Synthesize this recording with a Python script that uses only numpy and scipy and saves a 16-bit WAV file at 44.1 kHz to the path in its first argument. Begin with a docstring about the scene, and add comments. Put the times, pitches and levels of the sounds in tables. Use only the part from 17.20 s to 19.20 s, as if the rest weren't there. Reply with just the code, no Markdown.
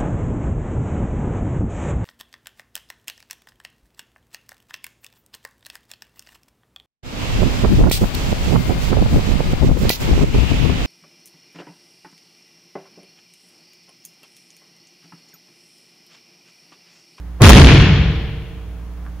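"""A rasping boom and a ringing hall: a heavy tractor tire falls flat on the floor of a large gym.
Its edge touches, the sidewall slaps, the carcass booms and bounces once. The blast overloads the
microphone, which chops the boom toward a square wave; the hall rings for over a second.
Mains hum and ventilation lie underneath; two faint ticks come as the tire is gripped again."""
import sys
import numpy as np
from scipy import signal
from scipy.io import wavfile
from scipy.ndimage import uniform_filter1d

SR = 44100
rng = np.random.default_rng(int(sys.argv[2]) if len(sys.argv) > 2 else 0)


def int16_out(signal):
    """Quantize to a 16-bit WAV file."""
    q = np.round(np.clip(np.atleast_2d(signal).T, -1, 1) * 32767)
    wavfile.write(sys.argv[1], SR, q.astype(np.int16))


N = 88200
TIME = np.arange(N) / SR
SLAP_S = 0.2195   # the sidewall hits flat


def from_db(db):
    """Decibels to gain."""
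    return 10 ** (np.asarray(db) / 20)


def pan(left_minus_right_db):
    """Left and right gains for a level difference."""
    return from_db(np.array([[left_minus_right_db], [-left_minus_right_db]]) / 2)


def at_hz(points, hz):
    """Interpolate a table on a log-frequency axis."""
    points_hz, values = np.transpose(points)
    return np.interp(np.log(hz), np.log(points_hz), values)


def decay(start_s, t60_s):
    """Silence, then an exponential fall from 1."""
    return (TIME >= start_s) * np.exp(-np.log(1000) * np.maximum(TIME - start_s, 0) / t60_s)


def build_up(start_s, rise_s):
    """Silence, then an exponential approach to 1."""
    return 1 - np.exp(-np.maximum(TIME - start_s, 0) / rise_s)


def ring(modes, start_s):
    """Damped sines set off by one blow."""
    return sum(from_db(db) * decay(start_s, t60_s) * np.sin(2 * np.pi * hz * (TIME - start_s))
               for hz, db, t60_s in modes)


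def noise(spectrum, envelope=lambda hz: 1):
    """Stereo noise of rms about 1 in third-octave bands, each then shaped by its envelope."""
    # Stereo likeness of the sound field. Each row: frequency in Hz, left-right correlation.
    likeness = [(60, 0.97), (150, 1), (380, 0.87), (950, 0.86), (2400, 0.59), (5000, 0.083), (15000, 0.17)]
    edges_hz = np.geomspace(20, 18000, 30)
    centres_hz = np.sqrt(edges_hz[1:] * edges_hz[:-1])
    gains = from_db(at_hz(spectrum, centres_hz))
    gains = gains / np.sqrt(np.sum(gains ** 2 * np.diff(edges_hz)) * 2 / SR)
    white = rng.standard_normal((2, 2, N))
    bands = 0
    for k, hz in enumerate(centres_hz):
        bandpass = signal.butter(3, edges_hz[k:k + 2], "band", fs=SR, output="sos")
        mid, side = signal.sosfilt(bandpass, white[k % 2])
        alike = at_hz(likeness, hz)
        stereo = np.sqrt((1 + alike) / 2) * mid + np.sqrt((1 - alike) / 2) * side * [[1], [-1]]
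        bands = bands + gains[k] * envelope(hz) * stereo
    return bands


def mains_hum():
    """A steady low tone with harmonics, a little to the right."""
    # Hum partials. Each row: harmonic number, rms level in dB before panning.
    partials = [(1, -30.5), (2, -56), (3, -45), (5, -53), (7, -65)]
    hum_hz = 58.54
    hum = sum(np.sqrt(2) * from_db(db) * np.sin(2 * np.pi * (k * hum_hz * TIME + rng.random()))
              for k, db in partials)
    return pan(-3.5) * hum


def ventilation():
    """Air rumble and hiss, slightly quieter at first."""
    # Room noise. Each row: frequency in Hz, relative density in dB.
    spectrum = [(25, -6.5), (70, -0.5), (120, -7), (220, -11.5), (450, -20.5), (1000, -22.5), (2000, -29),
                (4000, -37.5), (6500, -39.5), (7800, -41), (9500, -43), (15000, -42.5)]
    level_db = np.interp(TIME, [0, 1.0], [-42, -41])
    return from_db(level_db) * noise(spectrum)


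def touch():
    """The tread meets the floor first and folds with a dull swell."""
    # Tread contact. Each row: frequency in Hz, relative density in dB.
    spectrum = [(60, 11.5), (200, 5), (600, 5), (1100, -1), (2200, -14), (6000, -37)]
    peak_s, rise_s, fall_s = 0.2107, 0.0038, 0.097
    age_s = TIME - peak_s
    swell = np.exp(np.minimum(age_s / rise_s, -age_s / fall_s))
    return from_db(-12) * swell * noise(spectrum)


def thump(start_s, db, contact_s):
    """One landing: a deep tone that sags as the tire flattens and stops as it springs back."""
    start_hz, sag_octaves_per_s, release_s = 127.06, 10.5, 0.012
    age_s = np.maximum(TIME - start_s, 0)
    hz = start_hz * 2 ** (-sag_octaves_per_s * age_s)
    level = from_db(db) * np.exp(-np.maximum(age_s - contact_s, 0) / release_s)
    return level * np.sin(2 * np.pi * np.cumsum(hz * (age_s > 0)) / SR)


def boom():
    """Two heavy landings thump; the carcass ringing swells as floor and hall take it up."""
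    # Landing and bounce. Each row: start in seconds, level in dB, contact time in seconds.
    landings = [(0.2137, 12, 0.126), (0.353, 4.5, 0.1164)]
    # Low modes of carcass and hall. Each row: frequency in Hz, level in dB, T60 in seconds.
    modes = [(60.1, 5, 1.61), (72.26, 1.5, 1.63), (97.5, 8, 1.26), (120, 4, 0.64), (135.63, 12.5, 1.1),
             (141.1, 15.5, 1.12), (157.3, 7.5, 1.4)]
    thumps = sum(thump(*landing) for landing in landings)
    ringing = build_up(SLAP_S, rise_s=0.15) * ring(modes, SLAP_S)
    push_s = 0.0033
    pole = np.exp(-2 / (push_s * SR))   # the soft contact acts as a low-pass
    return signal.lfilter([1 - pole], [1, -pole], -(thumps + ringing))


def fittings():
    """The impact shakes metal fittings into ringing."""
    # Metal modes. Each row: frequency in Hz, level in dB, T60 in seconds.
    modes = [(297, -22.5, 1.89), (348.5, -23.5, 2.32), (434.5, -17.5, 1.96), (460.8, -20.5, 2.5),
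             (471, -34.5, 1), (563.7, -27.5, 2.2), (642, -40.5, 4.3), (765, -32, 2.2)]
    return ring(modes, SLAP_S)


def slap():
    """The sidewall cracks on the floor; further smacks and early echoes follow."""
    # Sidewall crack. Each row: frequency in Hz, relative density in dB.
    crack_spectrum = [(300, -42), (1200, -11), (2300, -6), (3700, 8), (6500, 3.5), (10000, -14.5),
                      (16000, -62)]
    # Rubber smacks and echoes. Each row: start in seconds, level in dB, T60 in seconds.
    echoes = [(0.249, -18, 0.026), (0.2656, 6.5, 0.078), (0.299, 3.5, 0.074), (.354, -5.5, 0.13),
              (0.395, -7.5, 0.13)]
    # Their spectrum. Each row: frequency in Hz, relative density in dB.
    echo_spectrum = [(200, -5), (900, 14.5), (2800, -11), (6000, -9.5), (10000, -22.5), (16000, -43)]
    crack = from_db(7) * decay(SLAP_S, t60_s=0.012) * noise(crack_spectrum)
    echo_level = sum(from_db(db) * decay(start_s, t60_s) for start_s, db, t60_s in echoes)
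    return crack + echo_level * noise(echo_spectrum)


def hall():
    """Diffuse reverberation builds up and dies, the treble first."""
    # Gym reverberation. Each row: frequency in Hz, relative density in dB.
    spectrum = [(25, -12.5), (60, -4), (130, -4.5), (230, -3), (330, -10.5), (500, -25.5), (1000, -24.5),
                (1800, -23.5), (2900, -23), (4200, -31), (6300, -35.5), (8000, -47), (11000, -40.5),
                (16000, -64)]
    # Its decay. Each row: frequency in Hz, T60 in seconds.
    decay_times = [(40, 1.64), (130, 1.574), (240, 0.96), (450, 1.37), (1200, 1.265), (3000, 1.427),
                   (4500, 1.233), (6500, 0.93), (9000, 0.71), (15000, 0.33)]
    tail = noise(spectrum, lambda hz: decay(SLAP_S, at_hz(decay_times, hz)))
    return pan(1.4) * from_db(9.5) * build_up(SLAP_S, rise_s=0.023) * tail


def crunch():
    """A short, bright scrunch as the sidewall spreads over the floor."""
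    # Scrunching rubber. Each row: frequency in Hz, relative density in dB.
    spectrum = [(800, 0), (3000, -10.5), (6500, -2.5), (11000, -12), (16000, -18.5)]
    peak_s, width_s = 0.297, 0.012
    return from_db(-7.5) * np.exp(-((TIME - peak_s) / width_s) ** 2) * noise(spectrum)


def grip_ticks():
    """Gripping the tread makes two small, dull taps with a little room after them."""
    # Taps. Each row: start in seconds, level in dB.
    ticks = [(1.8516, -31.5), (1.8647, -28.5)]
    # Modes of a tap. Each row: frequency in Hz, relative level in dB, T60 in seconds.
    modes = [(1090, -4, 0.0035), (1560, -3, 0.007)]
    # Tap reverberation. Each row: frequency in Hz, relative density in dB.
    room_spectrum = [(300, -7), (800, -1), (1400, 8), (2200, -19), (4000, -29), (10000, -50)]
    taps = sum(from_db(db) * ring(modes, start_s) for start_s, db in ticks)
    room_level = sum(from_db(db - 18) * decay(start_s, t60_s=0.12) for start_s, db in ticks)
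    return taps + room_level * noise(room_spectrum)


def scene():
    """Everything that reaches the microphone."""
    impact = touch() + boom() + fittings() + slap() + crunch()
    return impact + hall() + grip_ticks() + mains_hum() + ventilation()


def overload(dry):
    """Hard clipping. A fizzing noise rides on the boom while it clips; some treble gets past."""
    # Fizz on the clipped peaks. Each row: frequency in Hz, relative density in dB.
    fizz_spectrum = [(300, -7), (1500, 3.5), (3000, -2.5), (6000, -6), (10000, -15.5), (16000, -46)]
    ceiling, hardness, fizz_window_s, leak_above_hz = 0.82, 12, 0.017, 7300
    clipped = dry / (1 + np.abs(dry / ceiling) ** hardness) ** (1 / hardness)
    overloaded_share = uniform_filter1d(1.0 * (np.abs(dry) > ceiling), int(fizz_window_s * SR) + 1)
    fizz = from_db(-19) * overloaded_share * np.abs(clipped) * noise(fizz_spectrum)
    highpass = signal.butter(2, leak_above_hz, "high", fs=SR, output="sos")
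    leak = from_db(-9.5) * signal.sosfilt(highpass, dry - clipped)
    return clipped + fizz + leak


def record(dry):
    """Overload, then a narrow treble dip and a steep low-pass."""
    notch_hz, notch_width_hz, notch_share, cutoff_hz = 7700, 850, 0.62, 15800
    distorted = overload(dry)
    notched = signal.lfilter(*signal.iirnotch(notch_hz, notch_hz / notch_width_hz, fs=SR), distorted)
    coloured = distorted + notch_share * (notched - distorted)
    return signal.sosfilt(signal.ellip(10, 0.2, 70, cutoff_hz, fs=SR, output="sos"), coloured)


dry = scene()
out = record(dry)
int16_out(out)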